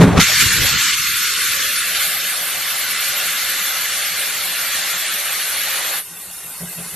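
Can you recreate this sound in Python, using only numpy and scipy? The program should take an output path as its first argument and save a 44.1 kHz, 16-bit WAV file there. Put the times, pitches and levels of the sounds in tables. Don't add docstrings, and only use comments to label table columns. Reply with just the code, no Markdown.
import sys
import numpy as np
from scipy import signal
from scipy.io import wavfile
from scipy.ndimage import map_coordinates

SR = 44100
rng = np.random.default_rng(int(sys.argv[2]) if len(sys.argv) > 2 else 0)


def wav_record(signal):
    frames = np.transpose(np.atleast_2d(signal))
    bounded = np.clip(frames, -1, 1)
    quanta = np.round(bounded * 32767).astype(np.int16)
    wavfile.write(sys.argv[1], SR, quanta)


N = 306495
TIME_S = np.arange(N) / SR

# time in seconds, level in dB over settled flow.
VALVE_FLOW = [(.2, 5.5), (.35, 7.5), (.5, 6), (.93, 6), (1.0, 3.5), (1.15, 3), (1.3, 3.5), (1.7, 2.5),
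              (2.05, 0.4), (2.17, -.5), (2.5, -1.1), (2.75, 0), (3.1, 1.6), (3.6, 0.54), (4.05, 0.6),
              (4.45, -1), (4.8, 0.8), (5.45, -1), (5.65, 0), (5.9, 0.5), (6.0, -2.5)]
# crest in seconds, decay in seconds, extra level in dB.
STEAM_SPITS = [(0.199, 0.036, 10), (0.396, 0.018, 2.5), (0.411, 0.022, 5), (.527, 0.0088, 3),
               (.595, 0.014, -4.5), (.66, 0.016, 2.5), (0.918, 0.0075, -3), (.958, 0.012, -6),
               (1.95, .03, 3.5), (2.0, 0.14, 2.5)]
# time in seconds, level offset in dB.
SIZZLE_OFFSET = [(.3, -3), (.45, 0), (.7, -0.5), (.76, -9), (.82, -2.5), (.89, -5), (1.0, -2), (6, -2)]
# delay in ms, relative gain, crest in seconds, half length in seconds.
JET_REFLECTIONS = [(1.23, -.13, 2.7, 4), (1.03, -.11, 2.9, 4), (1.93, .17, 2.26, 1), (1.74, .1, 4.35, 4),
                   (2.95, .14, 3.5, 3), (3.15, -.15, 2.5, 2.5)]
LEAK_REFLECTIONS = [(1.24, -.26, 6.6, 1), (1.11, .24, 6.1, 1), (1.93, .42, 6.11, .06),
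                    (2.33, -.4, 6.21, .25), (3.06, -.42, 6.35, .35), (3.24, .3, 6.42, .22),
                    (3.72, .27, 6.3, .3), (1.67, -.3, 6.67, .3), (1.98, .36, 6.68, .2),
                    (2.82, -.48, 6.67, .08)]
# frequency in Hz, width in Hz, bark level in dB, thud level in dB.
STACK_MODES = [(169.7, 10.8, -3, -3), (79.3, 11.8, -18, -21), (136.8, 9.8, -11, -17),
               (230, 14.4, -24, -19.5), (270.6, 24, -9.5, -30), (371, 37, -15.5, -21),
               (422, 24.5, -18, -21), (590, 50, -24, -22)]
# time in seconds, level in dB.
EXHAUST_LEVEL = [(.07, -3), (.195, -7.5), (.25, -57), (.53, -27.5), (.76, -44), (.88, -44), (2.3, -47),
                 (2.9, -45), (3.8, -48.5), (4.95, -44), (5.5, -55), (6.25, -43.5), (6.55, -47),
                 (6.6, -25.5), (6.66, -25), (6.8, -31.5), (6.95, -29)]
# time in seconds, beats per second.
BEAT_RATE = [(0, 5.82), (2.8, 5.88), (3.6, 5.82), (4.2, 5.97), (7, 6.01)]
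# crest in seconds, half length in seconds, level in dB.
AIR_GUSTS = [(0.11, 0.13, -18), (0.47, 0.073, -22), (0.605, 0.062, -25.5), (0.757, 0.041, -26.5),
             (0.994, 0.19, -46.5), (6.95, 0.05, -51)]
# time in seconds, centre in Hz, half width in Hz, nominal depth in dB.
HOLLOW_PATH = [(.21, 630, 199, -2), (.255, 696, 200, 13), (.31, 660, 180, -7.5), (.38, 600, 262, 19),
               (.44, 680, 169, 46), (.57, 710, 158, 45), (.63, 720, 160, 3), (.72, 666, 150, 2),
               (.77, 640, 120, 36), (.87, 660, 252, 50), (.95, 730, 208, 54), (1.02, 670, 214, 50),
               (1.11, 790, 270, 35), (1.22, 760, 235, 18), (1.29, 770, 233, 35), (1.35, 836, 179, 46),
               (1.44, 820, 228, 15), (1.65, 870, 219, 16), (1.78, 880, 160, 55), (1.87, 935, 150, 35),
               (1.93, 980, 119, 44), (2.1, 980, 103, 39), (2.2, 950, 121, 18), (2.4, 940, 130, 5),
               (3.9, 930, 118, 6), (4.04, 1010, 111, 31), (4.17, 930, 125, 3), (5.4, 950, 122, 5.5),
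               (5.8, 960, 129, 2)]
# frequency in Hz, relative density in dB.
ROAR_SPECTRUM = [(400, -20), (750, -54), (1000, -19), (1150, -6.5), (1300, -4), (1450, 0.5), (2000, 1),
                 (2800, -0.9), (3500, -1.5), (4500, -2.5), (5200, -11.5), (7000, -17), (13000, -62)]
HISS_SPECTRUM = [(1200, -70), (3000, -6), (4600, 0.5), (5250, 1), (6300, 1), (7700, 0.5), (8600, -16),
                 (10500, -62), (13000, -26)]
PLUME_SPECTRUM = [(90, -33), (200, -11.5), (330, -11.5), (450, -7), (560, 0.5), (680, -2.5), (800, 1.5),
                  (1150, 0), (1800, -20)]
SIZZLE_SPECTRUM = [(2500, -62), (6000, -26), (7800, -6.5), (8800, 0), (9800, 0.5), (10500, 1), (11300, 3.5),
                   (11900, 5.5), (12200, 3.5), (13000, -1.5)]
LEAK_SPECTRUM = [(100, -9), (300, -2.5), (600, -3.5), (1000, 3), (1400, 2.5), (2100, 0.5), (2800, 1),
                 (3600, -2), (4500, -1.5), (5500, -2.5), (7500, -1), (9800, 2), (11000, 5.5), (13000, -11)]
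POP_SPECTRUM = [(60, -1), (130, -4), (280, 4.5), (400, -16), (700, -6), (1200, -4.5), (2200, -12),
                (5000, -19), (13000, -38)]
BARK_SPECTRUM = [(40, -20), (70, -11), (130, -1.5), (200, 4), (300, -7), (600, -11.5), (1100, -12.5),
                 (2000, -19), (4000, -27), (8000, -36.5), (13000, -41.5)]
PUFF_SPECTRUM = [(60, -18), (170, 7), (290, -23), (380, -6), (470, -2), (600, 5), (1000, -9), (2000, -25),
                 (8000, -39)]
RUMBLE_SPECTRUM = [(15, -36), (35, -13), (55, 1), (80, 4), (125, 0), (200, -8), (320, -18), (600, -14.5),
                   (1500, -61)]
# frequency in Hz, side minus mid in dB.
JET_SPREAD = [(300, -62), (550, -12), (800, -6), (1200, 1.5), (1600, -18.5), (2000, -81), (2500, -58),
              (3400, -19), (4000, -5), (6000, -2), (9000, -2), (12000, -5)]
LEAK_SPREAD = [(400, -35), (950, -25), (1600, -48), (2900, -44), (4200, -3), (7000, -2), (10000, -10.5)]
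ENGINE_SPREAD = [(50, -20), (170, -32), (400, -50), (900, -36), (1600, -55), (6000, 0.5)]
RUMBLE_SPREAD = [(40, -10), (120, -15), (300, 4.5), (700, -4), (1500, -16)]

POP_S, OPEN_S, SHUT_S = .183, .198, 6.005
SPIT_SPRAY_SHARE = .68


def valve_jet(roar_db=-24, hiss_db=-30, plume_db=-36.5, closing_s=.39):
    flow_db, = curves(VALVE_FLOW)
    spit_db = spits_db()
    roar = noise(ROAR_SPECTRUM, JET_SPREAD, flutter_db=.3, flutter_hz=10, flicker_db=4.5, band_hz=131.4)
    roar *= from_db(roar_db + 1.06 * flow_db + spit_db)
    hiss = noise(HISS_SPECTRUM, JET_SPREAD, flutter_db=.6, flutter_hz=20, flicker_db=7.5, band_hz=202.2)
    hiss *= from_db(hiss_db + 1.48 * flow_db + SPIT_SPRAY_SHARE * spit_db)
    closing_db = 3 * step(SHUT_S - closing_s, width_s=.1)
    plume = noise(PLUME_SPECTRUM, JET_SPREAD, flutter_db=.5, flutter_hz=16, flicker_db=3.5)
    plume *= from_db(plume_db + .25 * flow_db + closing_db)
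    return valve_lift() * boiler_reflections(roar + hiss + plume, JET_REFLECTIONS)


def valve_lift():
    return step(OPEN_S, width_s=.007) * (1 - step(SHUT_S, width_s=.022))


def spits_db(attack_s=.004):
    return sum(db * swell(crest_s, attack_s, decay_s) for crest_s, decay_s, db in STEAM_SPITS)


def valve_seat(simmer_db=-53, blowing_db=-21, seeping_db=-33.5, leak_db=-36.5):
    flow_db, = curves(VALVE_FLOW)
    offset_db, = curves(SIZZLE_OFFSET)
    shut, since_shut_s = step(SHUT_S, width_s=.031), TIME_S - SHUT_S
    blowing = valve_lift() * from_db(blowing_db + offset_db + .076 * flow_db
                                     + SPIT_SPRAY_SHARE * spits_db())
    seeping = shut * from_db(seeping_db + 3 * since_shut_s)
    sizzle = noise(SIZZLE_SPECTRUM, JET_SPREAD, flutter_db=.5, flutter_hz=60, flicker_db=7, band_hz=764)
    sizzle *= from_db(simmer_db) + blowing + seeping
    sizzle[1] *= from_db(-8 * shut)
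    leak = noise(LEAK_SPECTRUM, LEAK_SPREAD, flutter_db=0, flutter_hz=27, flicker_db=7.5, band_hz=108.8)
    leak *= shut * from_db(leak_db + 5 * since_shut_s)
    return sizzle + boiler_reflections(leak, LEAK_REFLECTIONS)


def valve_pop(level_db=-12):
    burst = noise(POP_SPECTRUM, ENGINE_SPREAD, flutter_db=2, flutter_hz=120, flicker_db=2)
    return from_db(level_db) * swell(POP_S, rise_s=.016, fall_s=.024) * burst


def exhaust(bark_db=-6.5, draught_db=-19, puff_db=-14.5):
    popped = step(OPEN_S, width_s=.02)
    boom = stack_boom(popped)
    beats = exhaust_beats()
    bark = noise(BARK_SPECTRUM, ENGINE_SPREAD, flutter_db=1, flutter_hz=22, flicker_db=3)
    bark *= np.hypot(beats * from_db(bark_db), from_db(draught_db))
    puff = noise(PUFF_SPECTRUM, ENGINE_SPREAD, flutter_db=.5, flutter_hz=40, flicker_db=4.5)
    puff *= beats * from_db(puff_db)
    return np.array([boom * beats, np.zeros(N)]) + bark * (1 - popped) + puff * popped


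def stack_boom(popped, flutter_db=1.1):
    boom = np.zeros(N)
    for hz, width_hz, bark_db, thud_db in STACK_MODES:
        phase = 2 * np.pi * np.cumsum(hz + .5 * width_hz * drift(25.7)) / SR
        level_db = bark_db * (1 - popped) + thud_db * popped + flutter_db * drift(32)
        boom += np.sqrt(2) * np.sin(phase) * from_db(level_db)
    return boom


def exhaust_beats(first_s=.024, scatter_s=.0018, scatter_db=1.3, echo_s=.057, echo_db=-9):
    rate_hz, = curves(BEAT_RATE)
    carry_db, = curves(EXHAUST_LEVEL)
    strokes = np.cumsum(rate_hz) / SR
    beats = np.zeros(N)
    for beat_s in first_s + np.interp(np.arange(strokes[-1]), strokes, TIME_S):
        late_s, extra_db = rng.normal(0, [scatter_s, scatter_db])
        beats += from_db(extra_db) * swell(beat_s + late_s, rise_s=.026, fall_s=.028)
    echo = from_db(echo_db) * np.interp(TIME_S - echo_s, TIME_S, beats, left=0)
    return from_db(carry_db) * np.hypot(beats, echo)


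def rumble(calm_db=-62, stirred_db=23.5, settle_s=1.88, buffet_db=2.5):
    gusts = sum(from_db(db) * swell(crest_s, half_s, half_s) for crest_s, half_s, db in AIR_GUSTS)
    air = from_db(calm_db + stirred_db * np.exp(-TIME_S / settle_s))
    lumps = noise(RUMBLE_SPECTRUM, RUMBLE_SPREAD, flutter_db=3.5, flutter_hz=16, flicker_db=0)
    return lumps * np.array([np.hypot(air, gusts), from_db(buffet_db) * gusts])


def boiler_reflections(sound, reflections, above_hz=1450):
    treble = signal.sosfiltfilt(signal.butter(2, above_hz, "high", fs=SR, output="sos"), sound)
    combed, power = treble.copy(), 1
    for delay_ms, gain, crest_s, half_s in reflections:
        share = gain * swell(crest_s, half_s, half_s)
        delayed = [np.interp(TIME_S - delay_ms / 1000, TIME_S, channel) for channel in treble]
        combed += share * np.array(delayed)
        power += share ** 2
    return sound - treble + combed / np.sqrt(power)


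def hollow(mid, centre_waver=.05, depth_waver=.19):
    centre_hz, half_hz, depth_db = curves(HOLLOW_PATH)
    centre_hz *= 1 + centre_waver * drift(14)
    depth_db *= np.exp(depth_waver * drift(8))
    hz, frame_s, bands = signal.stft(mid, SR, nperseg=2048, noverlap=1792)
    centre_hz, half_hz, depth_db = [np.interp(frame_s, TIME_S, c) for c in (centre_hz, half_hz, depth_db)]
    inside = 1 / (1 + ((hz[:, None] - centre_hz) / half_hz) ** 12)
    return signal.istft(bands * from_db(-depth_db * inside), SR, noverlap=1792)[1][:N]


def noise(spectrum, spread, flutter_db, flutter_hz, flicker_db, band_hz=325, flicker_per_s=34):
    hz, frame_s, bands = signal.stft(rng.standard_normal((2, N)), SR, nperseg=1024)
    mid_db = band_levels_db(spectrum, hz)
    side_db = mid_db + band_levels_db(spread, hz)
    grid = np.array(np.meshgrid(hz / band_hz, frame_s * flicker_per_s, indexing="ij"))
    flicker = map_coordinates(rng.standard_normal((128, 512)), grid, order=1, mode="wrap")
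    flicker = np.minimum(flicker, .5 * flicker)
    bands *= from_db(np.array([mid_db, side_db])[:, :, None] + flicker_db * flicker)
    shaped = signal.istft(bands, SR)[1][:, :N] * from_db(flutter_db * drift(flutter_hz))
    return shaped / np.std(shaped[0])


def drift(rate_hz, hop=40, warmup=2000):
    pole = np.exp(-2 * np.pi * rate_hz * hop / SR)
    white = rng.standard_normal(N // hop + warmup + 2)
    slow = signal.lfilter([1], [1, -2 * pole, pole ** 2], white)[warmup:]
    slow /= np.sqrt(np.mean(slow ** 2))
    return np.interp(np.arange(N) / hop, np.arange(len(slow)), slow)


def swell(crest_s, rise_s, fall_s):
    age_s = TIME_S - crest_s
    width_s = np.where(age_s < 0, rise_s, fall_s)
    return np.exp(-np.minimum((age_s / width_s) ** 2, 60))


def step(at_s, width_s):
    return .5 + .5 * np.tanh((TIME_S - at_s) / width_s)


def curves(rows):
    times_s, *columns = np.transpose(rows)
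    return [np.interp(TIME_S, times_s, column) for column in columns]


def band_levels_db(rows, hz):
    points_hz, points_db = np.transpose(rows)
    return np.interp(np.log(hz + 1), np.log(points_hz), points_db)


def from_db(db):
    return 10 ** (db / 20)


def scene():
    mid, side = exhaust() + rumble() + valve_pop() + valve_jet() + valve_seat()
    mid = hollow(mid)
    return np.array([mid + side, mid - side])


def record(dry):
    notch_hz, width_hz, depth, cutoff_hz = 4920, 280, .95, 13080
    notched = signal.lfilter(*signal.iirnotch(notch_hz, notch_hz / width_hz, SR), dry)
    clipped = np.clip(dry + depth * (notched - dry), -.95, .95)
    return signal.sosfilt(signal.ellip(14, .1, 80, cutoff_hz, fs=SR, output="sos"), clipped)


dry = scene()
out = record(dry)
wav_record(out)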